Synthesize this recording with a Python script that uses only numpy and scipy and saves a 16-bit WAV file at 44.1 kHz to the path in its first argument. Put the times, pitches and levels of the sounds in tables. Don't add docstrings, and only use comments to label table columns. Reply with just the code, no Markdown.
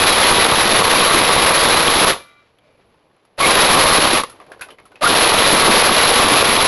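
import sys
import numpy as np
from scipy import signal
from scipy.fft import rfft, irfft
from scipy.io import wavfile
from scipy.ndimage import uniform_filter1d

SR = 44100
rng = np.random.default_rng(int(sys.argv[2]) if len(sys.argv) > 2 else 0)


def gain_from_db(level_db):
    decades = np.asarray(level_db, float) / 20
    return 10 ** decades


def materialize(psi):
    bounded = np.clip(np.atleast_2d(psi).T, -1, 1)
    quanta = np.round(bounded * 32767).astype(np.int16)
    wavfile.write(sys.argv[1], SR, quanta)


N = 294147

# pulled t/s, released t/s, run-down time/s
BURSTS = [
    (-1.0, 2.08, 0.11),
    (3.380, 4.19, 0.044),
    (5.012, 7.0, 0.1),
]


def rms_one(x):
    return x / np.sqrt(np.mean(x ** 2) + 1e-20)


def in_time(rows, silent_db=-120):
    s, *columns = np.transpose(rows)
    return [np.interp(np.arange(N) / SR, s, c, silent_db, silent_db) for c in columns]


def colour(x, points):
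    size = 4096
    hz, db = np.transpose(points)
    bins_hz = np.arange(size // 2 + 1) * SR / size
    log_gain = np.log(gain_from_db(np.interp(np.log(bins_hz + 1), np.log(hz), db)))
    fold = irfft(log_gain)
    fold[1:size // 2] *= 2
    fold[size // 2 + 1:] = 0
    return signal.oaconvolve(x, irfft(np.exp(rfft(fold))))[:N]


def drift(rate):
    r = np.exp(-2 * np.pi * rate * 32 / SR)
    settle = 1000
    white = rng.standard_normal(N // 32 + 2 + settle)
    slow = signal.lfilter([1], [1, -2 * r, r * r], white)[settle:]
    return np.interp(np.arange(N) / 32, np.arange(len(slow)), rms_one(slow))


def ring(clicks, hz, t60):
    r, w = gain_from_db(-60 / (t60 * SR)), 2 * np.pi * hz / SR
    return signal.lfilter([0, np.sin(w)], [1, -2 * r * np.cos(w), r * r], clicks + 1e-18)


def strike(times, level_db, modes, spread_db):
    at = (np.asarray(times) * SR).astype(int).clip(0, N - 1)
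    out = np.zeros(N)
    luck = rng.standard_normal((len(at), len(modes)))
    for k, (hz, mode_db, t60) in enumerate(modes):
        clicks = np.zeros(N)
        clicks[at] = gain_from_db(level_db + mode_db + spread_db * luck[:, k])
        out += ring(clicks, hz, t60) * (-1) ** k
    return out


def grains(per_s, spread_db):
    sizes = gain_from_db(spread_db * np.minimum(rng.exponential(1, N), 5))
    sizes = sizes * rng.choice([-1, 1], N)
    return sizes * (rng.random(N) < per_s / SR)


def shot_times():
    # t/s, time between shots/ms
    paces = [
        [(0.038, 67.86), (1.1, 70.77), (1.52, 73.35), (1.6, 76.23), (2.104, 73.39)],
        [(3.489, 71.37), (3.72, 68.51), (4.196, 74.27)],
        [(5.102, 72.24), (5.45, 70.61), (5.8, 74.13), (5.95, 72.45), (6.645, 78.74)],
    ]
    times = []
    for pace in paces:
        s, ms = np.transpose(pace)
        now = s[0]
        while now < s[-1] + .01:
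            times.append(now)
            now += np.interp(now, s, ms) / 1000
    return np.array(times)


def shot_cycle():
    times = shot_times()
    return np.interp(np.arange(N) / SR, times, np.arange(len(times)))


def motor():
    # t/s, grind level/dB
    effort = [(0.0, -12), (0.8, -13), (1.08, -11.5), (1.6, -13.5), (2.05, -12.5), (3.5, -12), (3.8, -10),
              (4.18, -14), (5.1, -13), (5.4, -12), (5.7, -11.5), (6.1, -12), (6.36, -11.5), (6.67, -13.5)]
    start_lack_db, start_s, stop_lack_db = 21, .018, 40
    t, out = np.arange(N) / SR, np.zeros(N)
    for pulled, released, run_down in BURSTS:
        coast = np.clip((t - released) / run_down, 0, 2)
        lack_db = start_lack_db * np.exp(-np.abs(t - pulled) / start_s) + stop_lack_db * coast ** 2
        out += gain_from_db(-lack_db) * np.clip((t - pulled) / .004 + 1, 0, 1)
    return out * gain_from_db(in_time(effort, silent_db=-13)[0])


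def shake_db():
    # t/s, peak level/dB
    thumps = [(0.304, -13), (0.583, -13), (0.802, -14), (1.141, -14), (1.35, -15), (1.437, -16),
              (1.65, -14), (2.04, -15), (3.471, -17), (3.708, -13), (3.76, -16), (4.037, -18), (5.077, -16),
              (5.528, -11), (5.681, -12), (5.737, -16), (6.31, -15), (6.457, -17)]
    rise_s, fall_s, gain_db = .006, .03, 24
    t, out = np.arange(0, N + 32, 32) / SR, 0
    for s, db in thumps:
        distance = np.where(t < s, (s - t) / rise_s, (t - s) / fall_s)
        out = out + max(db + gain_db, 0) * np.exp(-distance)
    return np.interp(np.arange(N) / SR, t, out)


def chatter():
    ticks = grains(2500, spread_db=7.0) * gain_from_db(1.2 * drift(50))
    return rms_one(colour(ticks, [(2500, -32.5), (6000, -3.5), (9000, -6.5)]))


def gearbox():
    # f/Hz, density level/dB per Hz
    shell = [(150, -35.5), (300, -13), (500, 1), (800, -3), (1600, -3.5), (3000, -5), (4200, -6.5),
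             (6500, -11.5), (12000, -22.5)]
    # f/Hz, bandwidth/Hz, level/dB
    shell_peaks = [(456, 65, -13), (560, 94, -12), (756, 100, -7), (970, 100, -5), (1130, 110, 1.5),
                   (1278, 59, -10), (1970, 150, -9), (2430, 120, -9), (3620, 220, -7.5), (3985, 170, -7.5)]
    teeth, panel_db, panel_follows = 14, -2.5, .25
    cycle = shot_cycle()
    teeth_db = 0.73 * np.cos(2 * np.pi * teeth * cycle)
    stroke_db = 0.66 * np.cos(2 * np.pi * (cycle - .7))
    load_db = teeth_db + stroke_db + 2.0 * drift(40)
    rattle = rms_one(grains(9000, spread_db=2.5) * gain_from_db(load_db))
    out = rms_one(colour(rattle, shell)) + gain_from_db(-26.5) * chatter()

    jolts = rms_one(grains(170, spread_db=3.0))
    pulse_db = 1.5 * np.cos(2 * np.pi * (cycle - .2))
    surge_low = gain_from_db(panel_db + panel_follows * shake_db() + pulse_db)
    for hz, width_hz, peak_db in shell_peaks:
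        kicks = rms_one(grains(400, spread_db=2.0) * gain_from_db(3.0 * drift(11)))
        jolt_share, surge = (1.3, surge_low) if hz < 1500 else (.5, 1)
        panel = rms_one(ring(kicks + jolt_share * jolts, hz, 1.9 / width_hz))
        out += gain_from_db(peak_db - 7) * surge * panel

    running = motor()
    dull = signal.sosfilt(signal.butter(1, 2500, fs=SR, output="sos"), out)
    speed = np.clip(running / gain_from_db(-20.5), 0, 1) ** 0.36
    return (dull + speed * (out - dull)) / np.std(out) * running * gain_from_db(1.0)


def boom():
    # f/Hz, density level/dB per Hz
    box_air = [(18, -10), (40, -22.5), (100, -14), (200, -4.5), (330, -0.5), (450, -6), (800, -33)]
    boom_db, fill_s = -17, .09
    t = np.arange(N) / SR
    thumps = rms_one(colour(grains(350, spread_db=3.5) * gain_from_db(1.9 * drift(11)), box_air))
    pulse_db = 3.0 * np.cos(2 * np.pi * (shot_cycle() - .06))
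    filled = np.zeros(N)
    for pulled, released, run_down in BURSTS:
        filling = np.clip((t - pulled) / fill_s, 0, 1) ** 2
        filled += filling * np.clip(1 - (t - released) / run_down, 0, 1)
    return thumps * filled * motor() * gain_from_db(boom_db + pulse_db + shake_db())


def shots():
    # f/Hz, level/dB, t60/s
    head = [(2600, -13, 0.041), (3290, 6, 0.013), (3930, -1, .02), (4140, 0, 0.011), (5200, -9, .012),
            (7100, -8.5, .01)]
    # f/Hz, level/dB, t60/s
    card = [(190, -10, .025), (330, -5, .018), (520, 0, .014), (720, 0, .012), (950, 1, .011),
            (1180, 1, .011), (1500, -5, .01)]
    # t/s, thud level/dB
    aim = [(0.0, -9), (0.6, -9.5), (0.95, -7), (1.5, -7), (1.65, -10.5), (2.1, -15), (3.5, -10), (4.1, -7),
           (4.2, -20), (5.1, -11.5), (5.45, -8), (6.05, -7), (6.3, -8.5), (6.65, -10)]
    # t/s, peak level/dB
    solid = [(0.451, -4), (0.519, -6), (0.937, -4), (1.007, -4), (1.147, -5), (1.29, -3), (1.363, -5),
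             (1.507, -4), (3.559, -5), (3.633, -3), (3.702, -3), (3.784, -2), (3.84, -6), (3.856, -3),
             (3.911, -4), (3.982, -3), (4.054, -3), (5.319, -5), (5.689, -4), (5.824, -3), (5.894, -4),
             (6.039, -3), (6.113, -4), (6.426, -2)]
    s = shot_times()
    luck = rng.standard_normal((len(s), 2))
    speed_db = 20 * np.log10(motor()[(s * SR).astype(int)]) + 12
    slap_db = -12 + 0.6 * speed_db + 1.3 * luck[:, 0]
    thud_db = np.interp(s, *np.transpose(aim)) + 1.6 * luck[:, 1]
    late = rng.random((len(s), 2))
    first_rebound = s + .015 + .012 * late[:, 0]
    second_rebound = s + .035 + .025 * late[:, 1]
    hits = np.r_[s + .0035, first_rebound, second_rebound]
    hits_db = np.r_[thud_db - 2, thud_db - 7, thud_db - 9]
    solid_s, solid_db = np.transpose(solid)
    slaps = strike(s - .0012, slap_db - 5.5, head, spread_db=5.0)
    thuds = strike(hits, hits_db, card, spread_db=2.5)
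    return slaps + thuds + strike(solid_s, solid_db - 1.0, card, spread_db=2.5)


def rustle():
    # f/Hz, density level/dB per Hz
    rumble = [(20, -8), (55, -2.5), (110, 2), (200, -1), (300, -6.5), (600, -38)]
    low_rustle = [(120, -32), (250, -4.5), (450, 1.5), (800, -4), (1100, -6.5), (2000, -41.5)]
    high_rustle = [(600, -20), (1200, 6), (2400, 3.5), (4000, -1.5), (7500, -11), (12000, -43)]
    # t/s, level/dB
    stir = [
        [(2.18, -44), (2.258, -62), (2.374, -72), (2.58, -77), (2.684, -64), (2.926, -68), (3.372, -67)],
        [(4.26, -52), (4.3, -46), (4.634, -49.5), (4.746, -50), (4.762, -68), (4.79, -53), (4.85, -56),
         (5.006, -52)],
    ]
    calm_db, air_db = -68, -62
    rumble_db, rumble_follows, fine_db, fine_follows = -66, .25, -67, .42
    settle_s, settle_db, settle_fall_db_s = 2.2, -56, 40
    deep = rms_one(colour(rng.standard_normal(N), rumble)) * gain_from_db(2.0 * drift(9.2))
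    lumpy = rms_one(colour(grains(700, spread_db=2.0), low_rustle)) * gain_from_db(2.5 * drift(25))
    fine = rms_one(colour(grains(6000, spread_db=1.5), high_rustle)) * gain_from_db(1.3 * drift(20))
    hush = gain_from_db(air_db) * rms_one(colour(rng.standard_normal(N), low_rustle))
    since = np.arange(N) / SR - settle_s
    out = hush + gain_from_db(settle_db - settle_fall_db_s * np.abs(since)) * fine
    for pause in stir:
        stir_db, = in_time(pause, silent_db=-300)
        over_db = stir_db - calm_db
        out += gain_from_db(rumble_db + rumble_follows * over_db) * deep
        out += gain_from_db(stir_db) * lumpy
        out += gain_from_db(fine_db + fine_follows * over_db) * fine
    return out


def spring():
    # f/Hz, rms level/dB
    coil = [(1174, -61), (1373, -66.5), (1448, -64.5), (2035, -65), (2347, -59.5), (2929, -79), (3214, -79),
            (3235, -75), (3838, -69)]
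    heard_s, rise_s, fall_db_s = 2.2, .08, 42
    damped_s, damped_fall_db_s = 2.41, 200
    t = np.arange(N) / SR
    ring_db = 4.5 - 16 * np.clip((heard_s - t) / rise_s, 0, 9)
    ring_db -= fall_db_s * np.maximum(t - heard_s, 0)
    ring_db -= damped_fall_db_s * np.maximum(t - damped_s, 0)
    partials = np.zeros(N)
    for hz, db in coil:
        strength = gain_from_db(db + 3.0 + 2.5 * drift(hz / 100))
        phase = 2 * np.pi * (hz * t + rng.random()) + hz / 8000 * drift(25)
        partials += strength * np.sin(phase)
    return np.sqrt(2) * gain_from_db(ring_db) * partials


def creak():
    # t/s, groan f/Hz, groan level/dB, squeak level/dB
    grip = [
        (2.58, 620, -80, -78),
        (2.65, 617, -60, -68),
        (2.71, 605, -58, -66),
        (2.75, 480, -62, -72),
        (2.82, 390, -64, -72),
        (2.88, 380, -80, -80),
    ]
    hz, groan_db, squeak_db = in_time(grip)
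    phase = 2 * np.pi * np.cumsum(hz * (1 + 0.092 * drift(90))) / SR
    groan = np.sin(phase) * gain_from_db(groan_db - 1 + 4.0 * drift(40))
    squeak = rms_one(ring(rng.standard_normal(N), 2350, .025))
    return groan + squeak * gain_from_db(squeak_db)


def bounces():
    # t/s, peak level/dB, ring f/Hz, boom level/dB, treble level/dB
    pellets = [(2.7264, -52, 1190, -2, -32), (2.9434, -51, 947, -3, -27), (3.1644, -51, 1330, -7, -23),
               (4.2867, -41, 1110, -9, -19), (4.2974, -31.5, 1380, -13, 2), (4.326, -38, 1220, -4, -13),
               (4.3594, -42, 1020, -4, -18), (4.4006, -31.5, 1170, -6, -33), (4.4135, -36, 1160, 1, -29),
               (4.4644, -40, 910, 3, -16), (4.518, -27, 1680, -2, -15), (4.594, -35, 1500, -6, -20),
               (4.6105, -20, 1540, -15, -3), (4.6205, -23, 2590, -22, -15), (4.6862, -31, 1230, 0, -33),
               (4.7046, -31, 3000, -6, -8), (4.785, -35, 2200, -6, -33), (4.8, -38, 1120, -13, -36),
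               (4.854, -39, 1300, -18, -3), (4.8614, -43, 1120, -15, -9), (4.9182, -38, 1470, -11, -17),
               (4.9565, -33, 2560, -17, -29)]
    # t/s, peak level/dB, ring f/Hz, boom level/dB, treble level/dB
    trigger = [
        (2.586, -44, 3200, -25, -14),
        (3.251, -45, 1300, -10, -3),
        (3.372, -52, 2500, -16, 4),
        (4.2356, -7, 1200, -10, -18),
    ]
    out, length = np.zeros(N + SR), SR // 4
    t = np.arange(length) / SR
    white = rng.standard_normal(N)
    box = rms_one(colour(white, [(200, -40), (450, -3), (800, -7), (1300, -11), (12000, -57)]))
    card = rms_one(colour(white, [(400, -17), (1000, -0.5), (2000, 1.5), (4000, -8.5), (7000, -17),
                                  (12000, -50)]))
    foil = rms_one(colour(white[::-1], [(1500, -30), (4000, -1), (8000, -1), (11000, -7)]))
    for k, (s, peak_db, hz, boom_db, treble_db) in enumerate(pellets + trigger):
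        t60 = .11 + .002 * (peak_db + 35) if k < len(pellets) else .05
        start = int(s * SR)
        part = slice(k * length // 4, k * length // 4 + length)
        fall = gain_from_db(-60 * t / t60) * np.minimum(t / .0006, 1)
        own = rms_one(ring(white[part], hz, 0.02))
        tone = np.sin(2 * np.pi * hz * t) * gain_from_db(-60 * t / min(.03, t60 / 4))
        tick = foil[part] * gain_from_db(-60 * t / 0.0035)
        rattle = gain_from_db(-14) * card[part] + gain_from_db(-12) * own
        rattle += gain_from_db(boom_db - 12) * box[part] + gain_from_db(treble_db - 12) * foil[part]
        out[start:start + length] += gain_from_db(peak_db) * (rattle * fall + gain_from_db(-5) * tone + gain_from_db(-13) * tick)
    return out[:N]


def whine():
    # t/s, f/Hz, level/dB, length/s
    spin_up = [
        (3.388, 580, -28, .01),
        (3.418, 1120, -18, .03),
        (3.442, 2210, -18, .035),
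        (3.445, 550, -32, .03),
        (5.018, 603, -20, .008),
        (5.021, 1206, -24, .01),
        (5.044, 1230, -6, .006),
        (5.066, 1390, -9, .009),
        (5.062, 690, -22, .016),
    ]
    out, t = np.zeros(N), np.arange(N) / SR
    waver, flutter = 0.03 * drift(120), gain_from_db(2.5 * drift(150))
    for s, hz, db, length in spin_up:
        part = slice(int((s - length) * SR), int((s + 2 * length) * SR))
        late = t[part] - s
        phase = 2 * np.pi * np.cumsum(hz * (1 + 0.6 * late + waver[part])) / SR
        swell = np.cos(np.pi / 2 * late / np.where(late < 0, length, 2 * length)) ** 2
        out[part] += np.sqrt(2) * gain_from_db(db) * swell * flutter[part] * np.sin(phase)
    return out


def room(x):
    t60_s, wall_cut_hz = 0.27, 5600
    t = np.arange(SR // 2) / SR
    echoes = rng.standard_normal((2, len(t))) * np.clip((t - .004) / 0.0069, 0, 1)
    low = signal.sosfilt(signal.butter(1, wall_cut_hz, fs=SR, output="sos"), echoes[0])
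    high = signal.sosfilt(signal.butter(1, wall_cut_hz, "high", fs=SR, output="sos"), echoes[1])
    tail = low * gain_from_db(-60 * t / t60_s) + high * gain_from_db(-60 * t / (1.14 * t60_s))
    return signal.oaconvolve(x, tail / np.sqrt(np.sum(tail ** 2)))[:N]


def scene():
    rifle = gearbox() + boom() + shots() + whine()
    loose = bounces()
    echoes = gain_from_db(-14) * room(rifle + 0.2 * loose)
    return (rifle + loose + echoes + rustle() + spring() + creak())[None]


def gain_control(x, ceiling_db=-9.5, release_db_s=402.0, attack_s=.0015):
    level_db = 10 * np.log10(uniform_filter1d(x ** 2, size=96) + 1e-12)
    climb = release_db_s * np.arange(N) / SR
    held_db = np.maximum.accumulate(level_db + climb) - climb
    r = np.exp(-1 / (attack_s * SR))
    cut_db = signal.lfilter([1 - r], [1, -r], np.maximum(held_db - ceiling_db, 0))
    return x * gain_from_db(-.8 * cut_db)


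def overload(x, top=.67, knee=3.5):
    return top * np.tanh((np.abs(x) / top) ** knee) ** (1 / knee) * np.sign(x)


def low_pass(x):
    return signal.sosfilt(signal.butter(12, 12240, fs=SR, output="sos"), x)


def record(dry):
    # f/Hz, level/dB
    mic = [(4500, 0), (7000, -7), (8800, -8.5), (9500, 0), (10600, 17), (11300, 12), (12000, -9.5),
           (12600, -32)]
    x = gain_control(colour(dry[0], mic))
    x = x + .27 * x ** 2 * (1 - np.tanh(3 * x ** 2))
    cut = signal.ellip(10, .3, 60, 11950, fs=SR, output="sos")
    mix = overload(signal.sosfilt(cut, overload(x)))
    return low_pass(mix[None])


dry = scene()
out = record(dry)
materialize(out)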